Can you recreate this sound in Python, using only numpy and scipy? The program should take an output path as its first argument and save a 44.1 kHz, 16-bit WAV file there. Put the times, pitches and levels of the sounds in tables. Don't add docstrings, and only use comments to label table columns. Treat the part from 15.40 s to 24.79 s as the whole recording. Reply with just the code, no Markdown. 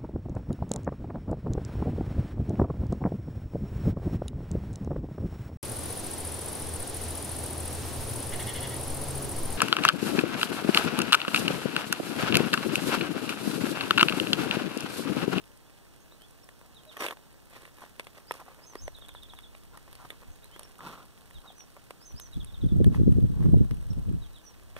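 import sys
import numpy as np
from scipy import signal
from scipy.fft import rfft, irfft, next_fast_len
from scipy.io import wavfile
from scipy.ndimage import uniform_filter1d

SR = 44100
rng = np.random.default_rng(int(sys.argv[2]) if len(sys.argv) > 2 else 0)


def waveform_to_disk(signal):
    frames = np.transpose(np.atleast_2d(signal))
    scaled = np.clip(frames, -1, 1) * 32767
    samples = np.round(scaled).astype(np.int16)
    wavfile.write(sys.argv[1], SR, samples)


N = 414099
TIME = np.arange(N) / SR
FFT_SIZE = next_fast_len(N + 4096)
FREQS = np.maximum(np.arange(FFT_SIZE // 2 + 1) * SR / FFT_SIZE, 1)


def from_db(db):
    return 10 ** (np.asarray(db) / 20)


def rms_one(x):
    return x / np.sqrt(np.mean(x ** 2) + 1e-20)


def in_hz(rows):
    hz, *columns = np.transpose(rows)
    return [np.interp(np.log(FREQS), np.log(hz), column) for column in columns]


def keep_band(x, kind, hz, order=2):
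    return signal.sosfilt(signal.butter(order, hz, kind, fs=SR, output="sos"), x)


def filtered(x, response):
    return irfft(rfft(x, FFT_SIZE) * response, FFT_SIZE)[..., :N]


def coloured(x, spectrum):
    gain = rms_one(from_db(in_hz(spectrum)[0]))
    cepstrum = irfft(np.log(gain), FFT_SIZE)
    cepstrum[1:FFT_SIZE // 2] *= 2
    cepstrum[FFT_SIZE // 2 + 1:] = 0
    return filtered(x, np.exp(rfft(cepstrum)))


def drift(hz):
    step = 40
    pole = np.exp(-2 * np.pi * hz * step / SR)
    noise = rng.standard_normal(N // step + 2002)
    slow = signal.lfilter([1], [1, -2 * pole, pole * pole], noise)[2000:]
    return np.interp(np.arange(N) / step, np.arange(len(slow)), rms_one(slow))


def grains(per_s, spread_db):
    sizes = from_db(spread_db * np.minimum(rng.exponential(1, N), 4))
    signs = rng.choice([-1, 1], N)
    hits = rng.random(N) < per_s / SR
    return rms_one(sizes * signs * hits / np.sqrt(per_s))


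# (frequency [Hz], left delay [cycles], left minus right [dB])
MIC_PAIR = [(500, 0, -0.5), (1200, 0, 0), (1705, 0.2, 0), (2250, .5, -0.5), (3550, 1, -3),
            (4960, 1.5, -4.5), (6000, 2, -4), (7430, 2.5, -3.5), (9580, 3.5, -4), (11830, 3.5, -8.5),
            (14400, 4, -12.5)]


def microphones(x):
    lag, balance_db = in_hz(MIC_PAIR)
    left = from_db(balance_db)
    pair = np.array([left * np.exp(-2j * np.pi * lag), np.ones_like(left)])
    return filtered(x, pair / np.sqrt((1 + left ** 2) / 2))


# (frequency [Hz], level [dB])
AIR_COLOUR = [(30, -13), (120, 7.5), (400, 4), (800, 3), (1100, 1.5), (2200, -3.5), (3300, -4),
              (4500, -5.5), (7000, -8), (8700, -5), (11000, -10.5), (15000, -9)]


def air(level_db=-59.5, split_hz=6450.0):
    hush = coloured(rng.standard_normal((3, N)), AIR_COLOUR)
    ahead = keep_band(hush[0], "low", split_hz, order=1)
    around = keep_band(hush[1:], "high", split_hz, order=1)
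    return from_db(level_db) * microphones(ahead + around)


# (time [s], level [dB])
BREEZE = [(0, -57), (3.3, -57), (3.42, -49), (6.6, -57), (7.12, -40.5), (7.36, -25), (7.95, -28),
          (8.06, -21), (8.21, -16.5), (8.29, -33), (8.78, -30.5), (9.05, -56), (9.39, -44.5)]
# (time [s], level [dB])
PUFFS = [(3.43, -40), (3.455, -35), (4.9, -39), (5.971, -38), (6.745, -34.5), (6.979, -25), (7.031, -30),
         (7.25, -16.5), (7.33, -19.5), (7.374, -17), (7.414, -15.5), (7.473, -10.5), (7.604, -15),
         (7.681, -11.5), (7.714, -16), (7.773, -15.5), (7.836, -14), (7.91, -25.5), (8.015, -23),
         (8.062, -16), (8.145, -10.5), (8.213, -20), (8.319, -23.5), (8.516, -26.5), (8.579, -26),
         (8.688, -23), (8.75, -25.5)]


def wind_strength(rise_s=0.012, fall_s=0.014):
    t = TIME[::40]
    power = from_db(np.interp(t, *np.transpose(BREEZE))) ** 2
    for peak, db in PUFFS:
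        away = np.maximum((peak - t) / rise_s, (t - peak) / fall_s)
        power += (from_db(db) / np.cosh(np.minimum(away, 20))) ** 2
    return np.interp(TIME, t, 10 * np.log10(power))


# (frequency [Hz], level [dB])
BUFFET_COLOUR = [(20, -8), (50, 3), (110, 5), (190, -2.5), (280, -13.5), (400, -22.5), (550, -31.5),
                 (800, -49.5), (1500, -83)]


def wind(level_db=-0.5, lumpy_db=3.5, calm_db=-62.0, strong_db=-23.0):
    gust_db = wind_strength()
    push, sway, breeze = rng.standard_normal((3, 1, N)) * np.array([[1], [-1]])
    small = keep_band(rng.standard_normal((2, N)), "high", 258.0, order=1)
    buffet = rms_one(coloured(push + from_db(-1.0) * small, BUFFET_COLOUR))
    rumble = rms_one(keep_band(sway + from_db(-12.5) * rng.standard_normal(N), "low", 64.3))
    force = np.clip(from_db(1.42 * (gust_db - strong_db)), 0, 1)
    flow = (force * buffet + (1 - force) * rumble) * from_db(lumpy_db * drift(28.0))
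    flow /= np.sqrt(uniform_filter1d(np.mean(flow ** 2, axis=0), size=1800) + 1e-12)
    calm = rms_one(keep_band(breeze, "band", [150, 400]))
    return from_db(gust_db + level_db) * flow + from_db(calm_db) * calm


def echoes(x, fade_s, delay_s):
    t = np.arange(int(.25 * SR)) / SR
    tail = rng.standard_normal((2, len(t))) * from_db(-60 * t / fade_s) * (t > delay_s)
    tail /= np.linalg.norm(tail, axis=1, keepdims=True)
    return signal.fftconvolve(x[None], tail, axes=1)[:, :N]


NOTE_SHAPES = { "rise": [(0, 4530, -12), (.022, 5080, -6), (.031, 5380, 0), (.04, 5600, -9)],
               "lift": [(0, 3530, 7), (.015, 3950, 11), (.035, 4250, -2)], "high sweep": [(0, 6270, 6),
               (.045, 6720, 2)], "low sweep": [(0, 2980, 2.5), (.06, 3440, 7.5)], "pip": [(0, 5700, -5),
               (.008, 5570, 0), (.032, 5380, -12)], "slur": [(0, 4020, -8.5), (.027, 3775, 4.5),
               (.055, 3110, -1), (.058, 3280, -26), (.061, 3950, -3.5), (.08, 3350, -11)],
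               "whistle": [(0, 6040, -9), (.022, 5950, 1), (.048, 5770, 1), (.075, 5560, -9)],
               "arch": [(0, 5950, -8), (.012, 6360, 0), (.028, 6250, 0), (.075, 5780, -5)],
               "trill lead": [(0, 4200, -11), (.012, 3810, 2.5), (.024, 3350, -6), (.027, 3340, -18),
               (.031, 3600, -4), (.046, 3300, -6)], "trill": [(0, 4000, -9), (.011, 3680, 1.5),
               (.023, 3260, -3), (.026, 3400, -20), (.029, 3650, -4), (.045, 3260, -5)], }
TUNES = { "opening": [(0, "high sweep", -2), (.114, "lift", 1.5), (.198, "low sweep", 4.5)],
         "pip": [(0, "pip", -3.5)], "rise": [(0, "rise", 0)], "descent": [(0, "slur", -1.5),
         (.125, "slur", 0.5), (.229, "whistle", 5)], "flourish": [(0, "rise", -1.5), (.044, "arch", -1),
         (.15, "rise", 3.5), (.196, "arch", 1)], }
# (time [s], tune name, level [dB])
SONG = [(.598, "opening", -72), (1.029, "pip", -58), (1.341, "descent", -60), (2.871, "rise", -48.5),
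        (3.212, "flourish", -55), (4.914, "opening", -71.5), (5.231, "pip", -54.5), (5.931, "descent", -60),
        (6.603, "flourish", -53), (8.499, "pip", -54), (8.804, "descent", -61.5)]
# (first note [s], last note [s], first level [dB], last level [dB])
TRILLS = [(3.539, 4.028, -51.5, -56), (6.922, 7.279, -54.5, -57)]


def bird(waver_hz=35.3, flutter_db=0.5, echo_db=-3.5, pitch_spread=0.0062, trill_step_s=.0705):
    notes = [(start + after, name, db + accent_db)
             for start, tune, db in SONG for after, name, accent_db in TUNES[tune]]
    for first, last, first_db, last_db in TRILLS:
        count = round((last - first) / trill_step_s) + 1
        names = ["trill lead"] + ["trill"] * (count - 1)
        notes += zip(np.linspace(first, last, count), names, np.linspace(first_db, last_db, count))
    waver, flutter, rasp = waver_hz * drift(100), drift(58), .28 * drift(260)
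    song = np.zeros(N)
    for start, name, db in notes:
        hoarse = "trill" in name
        when, hz, shape_db = np.transpose(NOTE_SHAPES[name])
        t = np.arange(int(when[-1] * SR)) / SR
        at = slice(round(start * SR), round(start * SR) + len(t))
        detune = (1 + hoarse) * pitch_spread * rng.standard_normal(len(hz))
        pitch = np.interp(t, when, hz * (1 + detune)) + waver[at]
        phase = 2 * np.pi * np.cumsum(pitch) / SR
        flicker_db = (1.25 + hoarse * flutter_db) * flutter[at]
        loudness = from_db(db + np.interp(t, when, shape_db) + flicker_db)
        loudness *= signal.windows.tukey(len(t), .15)
        song[at] += np.sqrt(2) * loudness * (1 + hoarse * rasp[at]) * np.sin(phase)
    return song + from_db(echo_db) * echoes(song, fade_s=0.15, delay_s=0.0011)


# (frequency [Hz], level [dB])
CRACK_COLOUR = [(3000, 6.5), (5500, -1.5), (7000, -5), (9000, 6), (12000, 3.5), (15000, -14)]
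# (time [s], level before the boost [dB])
TICKS = [(0.8194, -46.5), (1.4517, -47), (2.7794, -47), (2.9196, -34.5), (2.9397, -42), (3.354, -38),
         (3.6843, -42.5), (3.833, -43), (4.3732, -42), (4.5288, -40.5), (4.5529, -41), (5.043, -42),
         (5.194, -36.5), (5.232, -43), (6.7985, -37), (7.0456, -41), (7.444, -34), (7.724, -43.5)]


def ticks(faint_db=-70.0, boost_db=15.5, fade_s=0.0042):
    clicks = from_db(faint_db) * grains(per_s=20, spread_db=0.0)
    for start, db in TICKS:
        clicks[round(start * SR)] += from_db(db + boost_db)
    decay = from_db(-60 / (fade_s * SR)) ** 2
    power = signal.lfilter([1 - decay], [1, -decay], clicks ** 2 + 1e-18)
    return coloured(np.sqrt(power) * rng.standard_normal(N), CRACK_COLOUR)


def stone_tone(tones, t):
    hz, db, fade_s = np.transpose(tones)[:, :, None]
    detune, strength, side = rng.standard_normal((3, len(tones), 1))
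    waves = np.sign(side) * np.cos(2 * np.pi * hz * (1 + detune / 20) * t)
    tone = np.sum(waves * from_db(db + 2 * strength - 60 * t / fade_s), axis=0)
    return tone * (1 - np.exp(-t / 0.00048))


# (pitch [Hz], level [dB], time to fade 60 dB [s])
KNOCK_TONES = [(1070, 2.5, 0.012), (1356, -11, 0.028), (1800, 4, 0.0077), (2060, -8.5, 0.011)]
RING_TONES = [(2170, 6.5, 0.0076), (2760, -3.5, 0.0095), (3396, -4.5, 0.013), (4050, -11, 0.0022)]
# (time [s], knock level [dB], thud over knock [dB], ring over knock [dB], thud pitch [Hz])
PEBBLE_HITS = [(1.089, -54.5, -6, 2.5, 580), (1.5686, -41.5, -28, 0, 600), (1.606, -47.5, -9, 10, 600),
               (1.622, -45, 0, 7, 623), (1.6413, -45, -1, 6, 597), (1.6638, -39, 3, 5, 567),
               (1.6843, -47.5, 5.5, 10.5, 450), (1.709, -38.5, -13, -3.5, 660), (1.77, -53, -6, -3, 600),
               (2.133, -58, 2, 0, 650), (2.252, -51, -16, -2, 890), (2.423, -55, 3, -7, 830),
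               (2.438, -52.5, 4, -10, 640), (2.596, -39.5, 0, 4, 570), (2.669, -51, 0, 5.5, 500),
               (2.9096, -29, -5.5, -11.5, 464), (3.0152, -57, 8, -12, 690), (3.0812, -53.5, 5.5, -22, 820),
               (3.3547, -42.5, 4.5, -9.5, 390), (3.4793, -52, 15.5, 8, 560), (3.6213, -54, -2, -12, 553),
               (3.6906, -53, -1, 3, 540), (3.749, -46.5, -6, -8, 556), (3.9353, -54.5, 6, 0, 890),
               (3.988, -52, -19, 3, 600), (4.1497, -55, 0, 1.5, 596), (4.375, -49, -7, -27, 700),
               (4.7033, -54, 3, 14.5, 525), (5.1953, -56.5, 1, 3, 554), (5.406, -43.5, -16, -12, 600),
               (5.909, -54.5, -26, -5, 600), (6.103, -65, 15.5, -20, 750), (6.205, -63, -16, 10, 600),
               (6.371, -56, 3, -21, 555), (6.507, -44.5, 0, -2, 482), (7.444, -50, 11, 5.5, 398),
               (7.5458, -41, -8, -13, 820), (8.31, -50, 3.5, 4, 394), (9.365, -44.5, 2, -4, 585)]


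def pebbles(thud_fade_s=0.012, crack_db=-6.0, crack_fade_s=0.0053, settle_db=-13.5, settle_fade_s=0.054):
    t = np.arange(int(.06 * SR)) / SR
    body, cracks = np.zeros((2, N + len(t)))

    def struck(sound, blow):
        sound = sound * np.sqrt(.006 * SR) / np.linalg.norm(sound)
        return signal.fftconvolve(sound, blow)[:len(t)]

    for start, db, thud_db, ring_db, thud_hz in PEBBLE_HITS:
        at = slice(round(start * SR), round(start * SR) + len(t))
        loose = rng.standard_normal(len(t)) * (rng.random(len(t)) < 900 / SR)
        loose *= from_db(-60 * t / settle_fade_s)
        blow = (t == 0) + from_db(settle_db) * loose / (np.linalg.norm(loose) + 1e-9)
        thud = [(thud_hz, 0, thud_fade_s)]
        for tones, part_db in ((thud, thud_db), (KNOCK_TONES, 0), (RING_TONES, ring_db)):
            body[at] += from_db(db + part_db) * struck(stone_tone(tones, t), blow)
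        snap = rng.standard_normal(len(t)) * from_db(-60 * t / crack_fade_s)
        cracks[at] += from_db(db + ring_db + crack_db) * struck(snap, blow)
    return body[:N] + coloured(cracks[:N], CRACK_COLOUR)


# (start [s], length [s], pitch [Hz], level [dB])
HOOT = (1.462, 0.048, 620, -53)


def hoot():
    start, length, hz, db = HOOT
    progress = np.clip((TIME - start) / length, 0, 1)
    swell = np.sqrt(np.abs(np.sin(np.pi * progress)))
    return from_db(db) * swell * np.sin(2 * np.pi * hz * TIME)


def foot_pressure(start, length):
    return np.interp(TIME, start + length * np.array([0, 0.22, 0.41, 1]), [0, 1, 1, 0])


# (frequency [Hz], level [dB])
GRIT_COLOUR = [(100, -25), (300, 2), (550, 7), (760, 1.5), (1100, 7), (1500, -3.5), (2100, -0.5),
               (3200, -18), (4500, -21)]
SAND_COLOUR = [(200, -14), (480, 8.5), (850, 1), (1500, 9), (2200, 11), (3200, 4.5), (4400, 0),
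               (7000, -6.5), (8800, -4.5), (11000, -2), (13700, -10), (16000, -32)]
# (start [s], length [s], grit level [dB], sand level [dB])
FOOT_STROKES = [(1.506, 0.14, -63, -61.5), (1.589, 0.08, -48.5, -49), (1.606, 0.14, -54, -47),
                (2.092, 0.22, -65, -61.5), (2.362, 0.15, -66, -67), (2.739, 0.086, -59.5, -68),
                (2.892, 0.15, -61.5, -62), (3.036, 0.23, -61.5, -80), (3.297, 0.16, -68, -75),
                (4.392, 0.54, -68.5, -72), (5.09, 0.27, -69, -70), (5.408, 0.23, -61, -59.5),
                (7.519, 0.1, -62.5, -61), (7.926, 0.27, -60, -80), (9.355, 0.19, -63.5, -56)]


def scuffs(grit_boost_db=3.5, sand_boost_db=4.0, ordinary_stroke_db=-61):
    coarse, fine = from_db(-79.0), from_db(-73.5)
    for start, length, coarse_db, fine_db in FOOT_STROKES:
        pressure = foot_pressure(start, length)
        coarse = coarse + from_db(coarse_db) * pressure
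        fine = fine + from_db(fine_db) * pressure
    crowding = (coarse / from_db(ordinary_stroke_db)) ** .9
    grit = coarse * grains(per_s=420 * crowding, spread_db=3.5)
    grit *= from_db(grit_boost_db + 5.54 * drift(15.0))
    sand = fine * grains(per_s=3500 * crowding, spread_db=3.0)
    sand *= from_db(sand_boost_db + 2.0 * drift(32))
    return coloured(grit, GRIT_COLOUR) + coloured(sand, SAND_COLOUR)


# (frequency [Hz], level [dB])
RUB_COLOUR = [(150, -8), (500, -11), (750, -4.5), (950, 1), (1350, -1.5), (1800, -16), (3500, -23),
              (9000, -32)]
# (start [s], length [s], level [dB])
RUBS = [(2.412, 0.036, -45), (2.987, 0.05, -48), (3.101, 0.029, -54), (4.329, 0.049, -51),
        (4.577, 0.092, -52), (4.644, 0.026, -47), (6.031, 0.063, -50.5)]


def rubs():
    pressure = sum(from_db(db) * foot_pressure(start, length) for start, length, db in RUBS)
    return coloured(grains(per_s=1100, spread_db=2.5) * pressure, RUB_COLOUR)


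def diffuse(x, size=128):
    _, _, pieces = signal.stft(x, nperseg=size)
    turns = np.exp(2j * np.pi * rng.random((2, *pieces.shape)))
    _, scattered = signal.istft(pieces * turns)
    return np.pad(scattered, ((0, 0), (size // 2, 0)))[:, :N]


def gravel(scatter_db=2.5, scatter_hz=3530.0, bass_cut_hz=203.0):
    direct = keep_band(pebbles(), "high", bass_cut_hz) + scuffs() + rubs() + ticks()
    treble = keep_band(direct, "high", scatter_hz)
    return direct + from_db(scatter_db) * diffuse(treble)


# (frequency [Hz], level [dB])
SHELL_COLOUR = [(70, -10), (175, 4.5), (330, -1.5), (700, -5), (1050, 4), (1400, 3.5), (1800, -24),
                (2400, -14), (3600, -11.5), (4500, -18.5), (9000, -25)]
# (time [s], level [dB])
SHELL_DRAG = [(5.39, -54.5), (5.44, -45.5), (5.472, -39), (5.495, -47), (5.6, -53.5), (5.66, -61)]


def shell():
    when, db = np.transpose(SHELL_DRAG)
    touching = (TIME > when[0]) & (TIME < when[-1])
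    pressure = from_db(np.interp(TIME, when, db)) * touching
    return coloured(grains(per_s=744, spread_db=1.0) * pressure, SHELL_COLOUR)


# (time [s], level [dB], pitch [Hz])
WIND_THUMPS = [(6.744, -32.5, 133), (6.974, -26.5, 197), (7.239, -15.5, 203), (7.323, -17.5, 200),
               (7.4042, -12, 290), (7.414, -8.5, 240), (7.48, -13, 186), (7.599, -17, 221),
               (7.6159, -12.5, 212), (7.635, -11.5, 180), (7.679, -8, 236), (7.693, -10.5, 191),
               (7.785, -13, 233), (8.136, -8.5, 198), (8.1428, -20.5, 436), (8.1722, -11, 207),
               (8.2101, -13, 212), (8.714, -21.5, 203)]


def wind_thumps(level_db=-0.5, width_cycles=0.27, uneven=0.86, uneven_hz=286.0):
    t = np.arange(-400, 401) / SR
    thumps = np.zeros((2, N))
    for middle, db, hz in WIND_THUMPS:
        phase, lean = rng.standard_normal(2)
        cycles = hz * t
        swing = np.exp(-.5 * (cycles / width_cycles) ** 2) * np.sin(2 * np.pi * cycles + phase)
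        quick = keep_band(swing, "high", uneven_hz)
        pair = swing * np.array([[1], [-1]]) + uneven * np.sign(lean) * quick
        start = round(middle * SR) - len(t) // 2
        thumps[:, start:start + len(t)] += from_db(db + level_db) * pair
    return thumps


def scene():
    return microphones(gravel() + shell() + bird() + hoot()) + air() + wind() + wind_thumps()


def record(dry, bottom_hz=20, top_hz=15600):
    trimmed = keep_band(dry, "high", bottom_hz, order=1)
    return signal.sosfilt(signal.ellip(12, .1, 80, top_hz, fs=SR, output="sos"), trimmed)


dry = scene()
out = record(dry)
waveform_to_disk(out)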